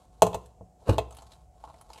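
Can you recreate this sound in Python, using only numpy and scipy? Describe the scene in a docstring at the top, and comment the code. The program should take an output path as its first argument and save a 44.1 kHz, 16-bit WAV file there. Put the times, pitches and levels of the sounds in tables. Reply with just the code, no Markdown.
"""Inside a kitchen cabinet, a corrugated plastic drain hose is worked off the spigot of a sink trap.
The cuff snaps and slips, scrapes off by stick-slip friction and knocks the pipe with a hollow thump;
the impacts excite the damped modes of pipe, cabinet and air column. Then the ribs tick and rustle as
the hose is lowered. The cabinet adds close reflections, the kitchen a faint tail, rumble and hum."""
import sys
import numpy as np
from scipy import signal
from scipy.fft import rfft, irfft
from scipy.io import wavfile
from scipy.ndimage import uniform_filter1d

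SR = 44100
rng = np.random.default_rng(int(sys.argv[2]) if len(sys.argv) > 2 else 0)


def dump(signal):
    """Clip the signal to [-1, 1] and save it as 16-bit WAV at the path in sys.argv[1]."""
    limited = np.clip(np.atleast_2d(signal).T, -1, 1)
    pcm = np.round(limited * 32767).astype(np.int16)
    wavfile.write(sys.argv[1], SR, pcm)


N = 88200

# Table levels are relative; t60 is the time of a 60 dB decay.
# snaps of the cuff on the pipe: t/s, pipe level/dB, crack level/dB, boom level/dB, rim level/dB
CUFF_SNAPS = [(0.2209, 1, 1, -18, -10), (0.2671, -15.5, -17.5, -21.5, -26), (.331, -26.5, -34, -33, -24.5),
              (.3432, -29.5, -31, -50, -19), (.3455, -17, -17.5, -22.5, -40), (.9824, -10, -16, -22.5, -8)]
# dull knocks: t/s, pipe level/dB, boom level/dB, air column level/dB
DULL_KNOCKS = [(.228, -23, -18, 2.5), (.609, -35, -31, -20), (.820, -41.5, -49, -51.5),
               (.890, -15.5, -1.5, -10)]
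# ticks of the hose ribs: t/s, click level/dB, hollow tock level/dB, rib resonance f/Hz
RIB_TICKS = [(.458, -38.5, -67, 8150), (1.107, -34.5, -33.5, 8020), (1.124, -36, -37, 6700),
             (1.147, -36, -51, 10600), (1.168, -30, -45, 9300), (1.185, -35.5, -38.5, 3330),
             (1.220, -36, -35.5, 6760), (1.266, -42, -62.5, 4300), (1.318, -35, -54.5, 3840),
             (1.333, -39.5, -50, 3840), (1.638, -40.5, -27.5, 2710), (1.649, -44.5, -45, 4160),
             (1.675, -66, -31.5, 4100), (1.688, -51, -36.5, 3900), (1.699, -46.5, -33.5, 3900),
             (1.741, -42, -37.5, 1950), (1.785, -46.5, -67.5, 4900), (1.811, -32, -38, 9500),
             (1.901, -39, -32.5, 4080), (1.932, -29.5, -63, 4720), (1.958, -37.5, -36, 2630),
             (1.976, -35.5, -38.5, 3150), (1.983, -34.5, -41, 2560)]
# modes of the pipe and hose: f/Hz, level/dB, t60/s
PIPE_MODES = [(357, -15.5, .11), (437.3, -4, 0.088), (494.3, -10.5, 0.15), (634.7, 1.5, 0.04),
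              (702.5, -2.5, 0.078), (792, -8, 0.081), (910, -16.5, .08), (1046, -19.5, 0.23),
              (1143.5, -27.5, 0.067), (3012, -36, 0.047), (7200, -27.5, .035)]
# modes of the cabinet: f/Hz, level/dB, t60/s
CABINET_MODES = [(63.4, -12.5, 0.61), (82, -9.5, .14), (101.7, 3, 0.1), (112.8, -19.5, .55), (258, -14, .1),
                 (337, -12, 0.074), (472, -0.5, 0.052)]
# spectrum of the cuff's crack: f/Hz, level/dB
CRACK_SPECTRUM = [(200, -8), (900, 10.5), (1800, -10.5), (2700, 5.5), (3800, 3), (5000, -8.5), (6000, -4.5),
                  (7600, 3.5), (9300, -6.5), (12500, -9.5), (16000, -25.5)]
# spectrum of the ringing cuff rim: f/Hz, level/dB
RIM_SPECTRUM = [(1000, -31.5), (1650, -19), (2050, 2), (2350, -7.5), (2720, 4.5), (3000, -10), (3500, 0),
                (4100, -9.5), (5000, -18), (9000, -34.5)]
# spectrum of a rib's click: f/Hz, level/dB
CLICK_SPECTRUM = [(300, -24), (1500, -2.5), (2300, -2.5), (4000, 1), (5400, -4.5), (7200, -2), (9000, -4.5),
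                  (11500, -7), (13500, -17), (16000, -31.5)]
# spectrum of the hollow pipe and hose: f/Hz, level/dB
HOLLOW_SPECTRUM = [(100, -19), (400, -12.5), (560, -7), (750, 1), (1000, -1.5), (1330, -8.5), (1650, -29),
                   (3000, -35), (8000, -63)]
# spectrum of the scraping cuff: f/Hz, level/dB
SCRAPE_SPECTRUM = [(40, -37), (100, 3.5), (200, -3), (450, 0.5), (750, -4), (1200, -12.5), (2200, -30.5),
                   (2850, -22.5), (3300, -32.5), (3800, -23.5), (5000, -33), (7500, -33), (12000, -39),
                   (16000, -61)]
# spectrum of the room rumble: f/Hz, level/dB
ROOM_SPECTRUM = [(25, -9), (58, 9), (90, -2.5), (150, -6.5), (300, -17), (520, -16), (730, -10.5),
                 (1000, -30), (1600, -38), (4000, -43), (7500, -34), (11000, -44), (16000, -51.5)]
# envelope of the cuff sliding off: t/s, level/dB
SLIDE_ENVELOPE = [(.85, -62), (.868, -41), (.882, -32), (.895, -21), (.91, -35.5), (.93, -33), (.96, -43.5),
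                  (.985, -50), (1.05, -58)]
# envelope of the hose rustling in the hand: t/s, level/dB
RUSTLE_ENVELOPE = [(0, -61.5), (.09, -76), (.2, -68.5), (.45, -69), (.6, -88), (.74, -91), (.82, -66.5),
                   (1.1, -70), (1.2, -61.5), (1.3, -66.5), (1.34, -58.5), (1.42, -72), (1.5, -88),
                   (1.6, -67.5), (1.67, -65.5), (1.86, -66.5), (1.93, -60.5), (2, -57.5)]
# reflections from the cabinet walls: delay/s, gain/1
WALL_ECHOES = [(.0013, 0.17), (.0046, 0.37), (.0093, .25)]
# spectrum of the reverberation: f/Hz, level/dB
TAIL_SPECTRUM = [(200, 6), (600, -1), (3000, 0), (8000, -4), (16000, -1.5)]

PIPE_DB, SHELL_DB, CRACK_DB, BOOM_DB = -10, 9, 1, -9
SNAP_PUSH_S, KNOCK_PUSH_S, BOOM_PUSH_S = .00008, .00093, .0014
AIR_HZ, AIR_DB, AIR_T60_S = 179.5, -26, .26
CLICK_DB, TOCK_DB, RIB_DB, RIB_Q = 4.5, 10, .5, 5.9
CABINET_TAIL_DB, KITCHEN_TAIL_DB = -6.5, -18.5
ROOM_DB, HUM_DB, HUM_HZ = -57, -68.5, 733


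def cuff_impacts():
    """Impulse response: blows ring pipe and cabinet; snaps also crack and ring the rim, knocks the air."""
    snap_s, snap_pipe_db, crack_db, snap_boom_db, rim_db = np.array(CUFF_SNAPS).T
    knock_s, knock_pipe_db, knock_boom_db, air_db = np.array(DULL_KNOCKS).T
    pipe_force = blows(snap_s, snap_pipe_db, SNAP_PUSH_S) + blows(knock_s, knock_pipe_db, KNOCK_PUSH_S)
    shell = colour(burst(t60=.017), HOLLOW_SPECTRUM)
    pipe = convolve(pipe_force, undb(PIPE_DB) * ring(PIPE_MODES) + undb(SHELL_DB) * shell)
    crack_response = colour(burst(t60=.03) + burst(t60=.0046), CRACK_SPECTRUM)
    crack = convolve(blows(snap_s, crack_db), crack_response)
    rim = convolve(blows(snap_s, rim_db), colour(burst(t60=.04), RIM_SPECTRUM))
    air_column = convolve(blows(knock_s, air_db), ring([(AIR_HZ, AIR_DB, AIR_T60_S)]))
    boom_force = blows(snap_s, snap_boom_db, BOOM_PUSH_S) + blows(knock_s, knock_boom_db, BOOM_PUSH_S)
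    boom = convolve(boom_force, ring(CABINET_MODES))
    return pipe + undb(CRACK_DB) * crack + undb(BOOM_DB) * boom + rim + air_column


def cuff_scrape():
    """Stick-slip friction: the cuff scrapes along the spigot until it comes free."""
    t = np.arange(N) / SR
    sliding = (t > SLIDE_ENVELOPE[0][0]) & (t < SLIDE_ENVELOPE[-1][0])
    return colour(grains(SLIDE_ENVELOPE, per_s=2500, scatter_db=3) * sliding, SCRAPE_SPECTRUM)


def hose_ribs():
    """Resonance: each rib clicks at its own pitch and sounds the hollow hose, amid finer crackle."""
    ticks = np.zeros(N)
    for start_s, click_db, tock_db, hz in RIB_TICKS:
        flick = burst(t60=.022) * (1 - decay(t60=.015))
        rib = signal.lfilter(*signal.iirpeak(hz, RIB_Q, SR), flick)
        click = undb(CLICK_DB) * colour(flick, CLICK_SPECTRUM) + undb(RIB_DB) * rib / np.linalg.norm(rib)
        tock = colour(burst(t60=.047), HOLLOW_SPECTRUM)
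        ticks += delay(undb(click_db) * click + undb(TOCK_DB + tock_db) * tock, start_s)
    crackle = grains(RUSTLE_ENVELOPE, per_s=1200, scatter_db=1)
    rustle = undb(-6.5) * colour(crackle, CLICK_SPECTRUM) + undb(-.5) * colour(crackle, HOLLOW_SPECTRUM)
    hand_damping = signal.butter(3, 13500, "low", fs=SR, output="sos")
    return signal.sosfilt(hand_damping, ticks + rustle)


def reverberate(direct):
    """Reflection: wall echoes, then diffuse tails of cabinet and kitchen with their bass filtered out."""
    early = sum(gain * delay(direct, delay_s) for delay_s, gain in WALL_ECHOES)
    tail = undb(CABINET_TAIL_DB) * burst(t60=.11) + undb(KITCHEN_TAIL_DB) * burst(t60=.5)
    tail *= 1 - decay(t60=.023)  # the diffuse field builds up
    tail = signal.sosfilt(signal.butter(2, 200, "high", fs=SR, output="sos"), tail)
    return direct + early + convolve(direct, colour(tail, TAIL_SPECTRUM))


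def kitchen_background():
    """Stationary noise gives the room rumble; slight frequency modulation makes a faint hum waver."""
    drift = unit_rms(uniform_filter1d(rng.standard_normal(N), SR // 20))
    hum = np.sin(2 * np.pi * np.cumsum(HUM_HZ * (1 + .0062 * drift)) / SR)
    rumble = colour(rng.standard_normal(N), ROOM_SPECTRUM)
    return undb(ROOM_DB) * unit_rms(rumble) + undb(HUM_DB) * unit_rms(hum)


def blows(times, db, push_s=0):
    """Contact force pulses: the longer the push, the duller the spectrum."""
    impulses = np.zeros(N)
    np.add.at(impulses, (times * SR).astype(int), undb(db))
    pole = np.exp(-2 * np.pi / (push_s * SR + 1e-9))
    return signal.sosfilt([[1 - pole, 0, 0, 1, -pole, 0]] * 2, impulses + 1e-18)


def grains(envelope, per_s, scatter_db):
    """Stick-slip as a Poisson process: clicks of random size under a level envelope."""
    slips = rng.random(N) < per_s / SR
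    clicks = slips * rng.standard_normal(N) * undb(scatter_db * rng.random(N))
    times, db = np.array(envelope).T
    return unit_rms(clicks) * undb(np.interp(np.arange(N) / SR, times, db))


def ring(modes):
    """Modal superposition: damped sines, neighbours in opposite sign."""
    t = np.arange(N) / SR
    return sum((-1) ** k * undb(db) * decay(t60) * np.sin(2 * np.pi * hz * t)
               for k, (hz, db, t60) in enumerate(modes))


def burst(t60):
    """Modal overlap: dense ringing as decaying noise of unit energy."""
    noise = rng.standard_normal(N) * decay(t60)
    return noise / np.linalg.norm(noise)


def decay(t60):
    """Exponential damping by 60 dB in t60 seconds."""
    return np.exp(-np.log(1000) * np.arange(N) / SR / t60)


def colour(x, spectrum, size=4096):
    """Minimum-phase filtering to the shape of a spectrum, at unit power gain."""
    hz, db = np.array(spectrum, float).T
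    bin_hz = np.maximum(np.fft.rfftfreq(size, 1 / SR), 1)
    magnitude = undb(np.interp(np.log(bin_hz), np.log(hz), db))
    cepstrum = irfft(np.log(magnitude))
    cepstrum[1:size // 2] *= 2  # folding onto positive time makes the filter causal
    cepstrum[size // 2 + 1:] = 0
    response = irfft(np.exp(rfft(cepstrum)))
    return convolve(x, response / np.linalg.norm(response))


def convolve(x, response):
    """Linear response to x, cut to N samples."""
    return signal.fftconvolve(x, response)[:N]


def delay(x, seconds):
    """Time shift, cut to N samples."""
    return np.pad(x, (int(seconds * SR), 0))[:N]


def undb(db):
    """Amplitude ratio of a level in decibels."""
    return 10 ** (np.asarray(db) / 20)


def unit_rms(x):
    """Normalisation to unit mean power."""
    return x / np.sqrt(np.mean(x ** 2))


def scene():
    """Superposition: hose and pipe in the cabinet, over the quiet kitchen, in one channel."""
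    direct = cuff_impacts() + cuff_scrape() + hose_ribs()
    return (reverberate(direct) + kitchen_background())[None]


def record(dry):
    """Band limiting: filters remove the deep bass and the highest treble."""
    low_cut = signal.butter(3, 41, "high", fs=SR, output="sos")
    high_cut = signal.ellip(8, .2, 80, 16000, fs=SR, output="sos")
    return signal.sosfilt(high_cut, signal.sosfilt(low_cut, dry))


dry = scene()
out = record(dry)
dump(out)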